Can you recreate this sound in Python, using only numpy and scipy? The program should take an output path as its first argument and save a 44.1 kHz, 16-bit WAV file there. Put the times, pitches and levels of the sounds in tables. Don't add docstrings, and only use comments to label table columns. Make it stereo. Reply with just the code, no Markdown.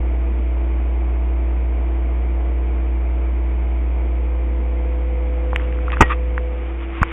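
import sys
import numpy as np
from scipy.fft import rfft, irfft, next_fast_len
from scipy.io import wavfile
from scipy.ndimage import map_coordinates

SR = 44100
rng = np.random.default_rng(int(sys.argv[2]) if len(sys.argv) > 2 else 0)


def inscribe(sig):
    pcm = np.round(np.clip(np.atleast_2d(sig).T, -1, 1) * 32767)
    wavfile.write(sys.argv[1], SR, pcm.astype(np.int16))


N = 313991

# (s, pump dB, whine order 2 dB, whine order 3 dB)
DRONES = [(0.0, -17.5, -41.5, -45), (0.42, -18, -39.5, -60.5), (1.57, -17.5, -39.5, -56.5), (1.72, -18, -40, -54.5),
          (1.94, -18, -39, -54), (2.64, -18, -39.5, -51), (3.09, -18, -39, -59.5), (3.47, -18, -40, -56.5),
          (3.77, -18, -41, -53), (3.98, -18, -40.5, -46), (5.43, -19, -40.5, -36), (5.89, -19.5, -41, -37.5),
          (6.27, -19, -41, -37), (6.41, -20, -44.5, -34.5), (6.56, -22.5, -41.5, -38), (6.76, -23.5, -39, -48.5),
          (6.98, -27, -34.5, -54), (7.12, -29, -36.5, -47.5)]
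MAINS_HZ = 60
WHINE_HZ = 166.7
# (multiple of mains, dB re the fundamental)
PUMP = [(2, -28), (3, -26), (4, -29.5), (5, -27.5), (7, -32.5), (9, -33), (10, -36.5), (15, -38)]
# (order, dB rms)
WHINE = [(4, -48.5), (5, -58), (6, -58)]
# (Hz, dB per Hz)
WASH = [(20, -2.5), (45, -3.5), (100, -6), (170, -5.5), (290, -4), (450, -3.5), (580, -8.5), (750, -6), (1000, -11), (1350, -15.5), (2000, -25.5), (4000, -34)]
# (Hz, dB per Hz)
HISS = [(500, -17), (1100, -12.5), (1500, -10), (1850, -4.5), (2100, 1), (2400, 3), (2650, -4.5), (3200, -5), (3700, -7), (4200, -11)]
# (s, wash dB, hiss dB)
BED = [(0, -36.5, -40), (3.5, -36.5, -40), (4.5, -37.5, -40), (5.4, -37.5, -39), (6.3, -38, -39), (6.8, -38.5, -40.5), (7.12, -37, -34.5)]
# (Hz, width Hz, dB)
CASE = [(1055, 160, -4.5), (1230, 180, -2), (1890, 240, -8.5), (2600, 230, -1.5), (2686, 280, -4.5), (3470, 850, -15)]
# (s, peak dB, pitch Hz, life in cycles)
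CLICKS = [(5.5315, -11, 1000, 3.2), (5.561, 1, 2480, 4.4), (5.5975, -20.5, 1700, 5), (5.726, -20, 2300, 6), (5.7886, -24.5, 1300, 5.9), (5.8813, -15.5, 1270, 14),
          (5.903, -14.5, 2200, 6), (5.9203, -2.5, 3450, 3.1), (5.9701, -11.5, 1400, 6.4), (6.3793, -6.5, 1560, 3.6), (7.0307, 3.5, 1320, 5.5), (7.0342, -11.5, 2370, 14)]
# (start s, length s, rms dB)
CREAKS = [(5.926, 0.02, -23.5), (6.0962, 0.041, -19.5), (7.0146, 0.0084, -22)]
# (s, signed push in full scales, push time s, rattle dB, rattle t60 s)
BUMPS = [(6.0054, -.7, 0.0022, -9.5, 0.029), (6.008, -0.22, .002, 8, .045), (6.0126, -1.3, 0.0044, -0.5, 0.019), (6.0204, 0.098, .002, -2, 0.048), (7.0165, 0.7, 0.0022, -25.5, 0.023), (7.0212, -0.39, 0.0047, -35, .03)]
TOP_HZ = 15800
# (Hz, width Hz, dB)
STANDING = [(18, 7.8, 0), (198, 22, -3.5), (285, 12, 3.5), (348, 28, 2.5), (401, 13, -6), (407, 12, 4.5), (468, 15, 4.5), (514, 15, -7.5), (647, 12, -4.5), (683, 39, 3), (785, 15, -3.5), (1120, 8.3, -1)]
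# (s, rustle dB, rumble dB)
GRIP = [(0, -69, -72.5), (5.3, -64.5, -61.5), (5.5, -49, -50.5), (5.56, -40.5, -34.5), (5.63, -37, -43.5), (5.68, -44.5, -45), (5.8, -46, -39.5), (5.86, -40.5, -35), (5.93, -39.5, -38),
        (5.98, -37.5, -42), (6.07, -32, -39.5), (6.14, -36.5, -49), (6.17, -54, -54), (6.38, -48.5, -39.5), (6.5, -49, -58), (6.65, -40.5, -52), (6.77, -45.5, -55.5),
        (6.82, -33.5, -58.5), (6.87, -45.5, -58), (6.94, -35.5, -58), (7.02, -32.5, -45), (7.07, -37.5, -42), (7.11, -30.5, -43)]
# (s, length s, rms dB)
SWELLS = [(0.364, .1, -38.5), (4.563, .1, -42.5)]
# (Hz, dB)
BAND = [(0, 0), (3500, 0), (3750, 0), (4000, -9), (4250, -13), (4450, -26), (4650, -60), (5000, -110)]
# (Hz, dB per Hz)
RATTLE = [(80, -1.5), (150, -1), (230, -8.5), (320, 6), (450, -3.5), (650, -7.5), (850, 4), (1100, -3), (1350, 2.5), (1700, -12), (2100, -6), (2650, -3.5), (3300, -11), (4200, -17.5)]
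# (Hz, peak dB, t60 s)
PING = [(1900, -7.5, 0.12)]
# (Hz, dB per Hz)
RUSTLE = [(200, -19), (700, -13.5), (1100, 0.5), (1400, -1.5), (1700, -4.5), (2100, -0.5), (2700, -0.5), (3600, -3.5), (4100, -10), (4700, -60.5)]
PING_S = 6.0205


def amp(db):
    return 10 ** (np.asarray(db) / 20)


def unit(x):
    return x / np.sqrt(np.mean(x ** 2) + 1e-20)


def curves(rows):
    s, *cols = np.transpose(rows)
    return [np.interp(np.arange(N) / SR, s, c) for c in cols]


def wobble(rate):
    return map_coordinates(rng.standard_normal(int(N * rate / SR) + 4), [np.arange(N) * rate / SR])


def filtered(x, response):
    n = x.shape[-1]
    m = next_fast_len(n + SR // 2)
    return irfft(rfft(x, m) * response(np.fft.rfftfreq(m, 1 / SR)), m)[..., :n]


def noise(spectrum):
    f, db = np.transpose(spectrum)
    return unit(filtered(rng.standard_normal(N), lambda hz: amp(np.interp(np.log(hz + 1), np.log(f), db))))


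def add(track, s, sound):
    part = track[round(s * SR):][:len(sound)]
    part += sound[:len(part)]


def case(f):
    return sum((-1) ** k * amp(db) * 1j * f * w / (c * c - f * f + 1j * f * w) for k, (c, w, db) in enumerate(CASE))


def tone(hz, drift=0):
    return np.sqrt(2) * np.sin(2 * np.pi * (hz * np.arange(N) / SR + rng.random()) + drift)


def pump(gain_db=0.0, flutter_db=0.36):
    overtones = sum(amp(db + flutter_db * wobble(3.5)) * tone(round(k) * MAINS_HZ) for k, db in PUMP)
    return amp(curves(DRONES)[0] + gain_db) * (tone(MAINS_HZ) + overtones)


def motor(second_db=0.5, third_db=1.5, drift=0.22, flutter_db=1.0):
    near, second, third = curves(DRONES)
    slip = drift * wobble(1.5)
    orders = [(2, second + second_db), (3, third + third_db)] + [(k, db + near - near.max()) for k, db in WHINE]
    return sum(amp(db + flutter_db * wobble(12)) * tone(round(k) * WHINE_HZ, k * slip) for k, db in orders)


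def filters(churn_db=0.6, swell_hz=220):
    wash_db, hiss_db = curves(BED)
    wash = amp(wash_db + churn_db * wobble(11)) * unit(filtered(noise(WASH), room))
    t = np.arange(N) / SR
    swell = sum(amp(db) * np.exp(-((t - s) / length) ** 2) for s, length, db in SWELLS)
    return wash + swell * noise([(swell_hz / 2, -60), (swell_hz, 0), (swell_hz * 2, -60)]) + amp(hiss_db) * walls(noise(HISS))


def clicks(ring_db=-3):
    out, t = np.zeros(N), np.arange(SR // 20) / SR
    for s, db, hz, cycles in CLICKS:
        snap = -np.sin(2 * np.pi * hz * t) * t * amp(-80 * hz * t / cycles)
        snap = snap + amp(ring_db) * filtered(snap, case)
        add(out, s, amp(db) * snap / np.abs(snap).max())
    return out


def creaks(slips_per_s=750, scatter=0.3):
    out = np.zeros(N)
    for s, length, db in CREAKS:
        times = np.cumsum(np.exp(scatter * rng.standard_normal(size=80))) / slips_per_s
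        times = (times - times[0])[times - times[0] < length]
        pressure = .25 + np.sin(np.pi * (times / length) ** .6) ** .5
        slips = np.bincount((times * SR).astype(int), pressure * rng.uniform(0.45, 1, size=80)[:len(times)], SR // 10)
        ring = filtered(slips, case)
        add(out, s, amp(db) * ring * np.sqrt(length * SR / np.sum(ring ** 2)))
    return out


def bumps(attack_s=0.00038):
    out, t = np.zeros(N), np.arange(SR // 4) / SR
    shake = noise(RATTLE)
    for s, size, push_s, rattle_db, t60 in BUMPS:
        u = t / push_s
        push = u ** 2 * np.exp(1 - u ** 2)
        rattle = np.roll(shake, -round(s * SR))[:len(t)] * amp(rattle_db - 60 * t / t60) * (1 - np.exp(-t / attack_s))
        add(out, s, size * push + rattle)
    for hz, db, t60 in PING:
        add(out, PING_S, amp(db - 60 * t / t60) * np.sin(2 * np.pi * hz * t))
    return out


def room(f):
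    return amp(sum(db * np.exp(-((f - hz) / width) ** 2) for hz, width, db in STANDING))


def grip(grains_per_s=2600):
    rustle_db, rumble_db = curves(GRIP)
    grains = rng.standard_normal(N) * (rng.random(N) < grains_per_s / SR)
    rustle = unit(filtered(grains, lambda f: amp(np.interp(f, *np.transpose(RUSTLE)))))
    return amp(rustle_db) * rustle + amp(rumble_db) * noise([(20, -11), (60, -8), (100, -0.5), (150, -12.5), (400, -40.5), (1000, -69)])


def walls(x, echo_db=-22, count=12):
    delays = rng.uniform(.003, .03, count)
    return unit(x + amp(echo_db) * sum(np.roll(x, int(d * SR)) for d in delays))


def passband(f):
    return amp(np.interp(f, *np.transpose(BAND)))


def scene():
    mono = pump() + motor() + filters() + grip() + clicks() + creaks() + bumps()
    return np.array([mono, mono])


def record(dry, overload=1.5, block_hz=6):
    lag_s = np.array([[1 / 16000], [-1 / 16000]])
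    opening = np.sin(np.pi / 2 * np.minimum(np.arange(N) / (.004 * SR), 1)) ** 2
    overloaded = np.clip(dry * opening, -overload, overload)
    narrow = filtered(overloaded, lambda f: passband(f) * 1j * f / (block_hz + 1j * f) * np.exp(-2j * np.pi * f * lag_s))
    return filtered(np.clip(narrow, -1, 1), lambda f: 1 / (1 + (f / TOP_HZ) ** 60))


dry = scene()
out = record(dry)
inscribe(out)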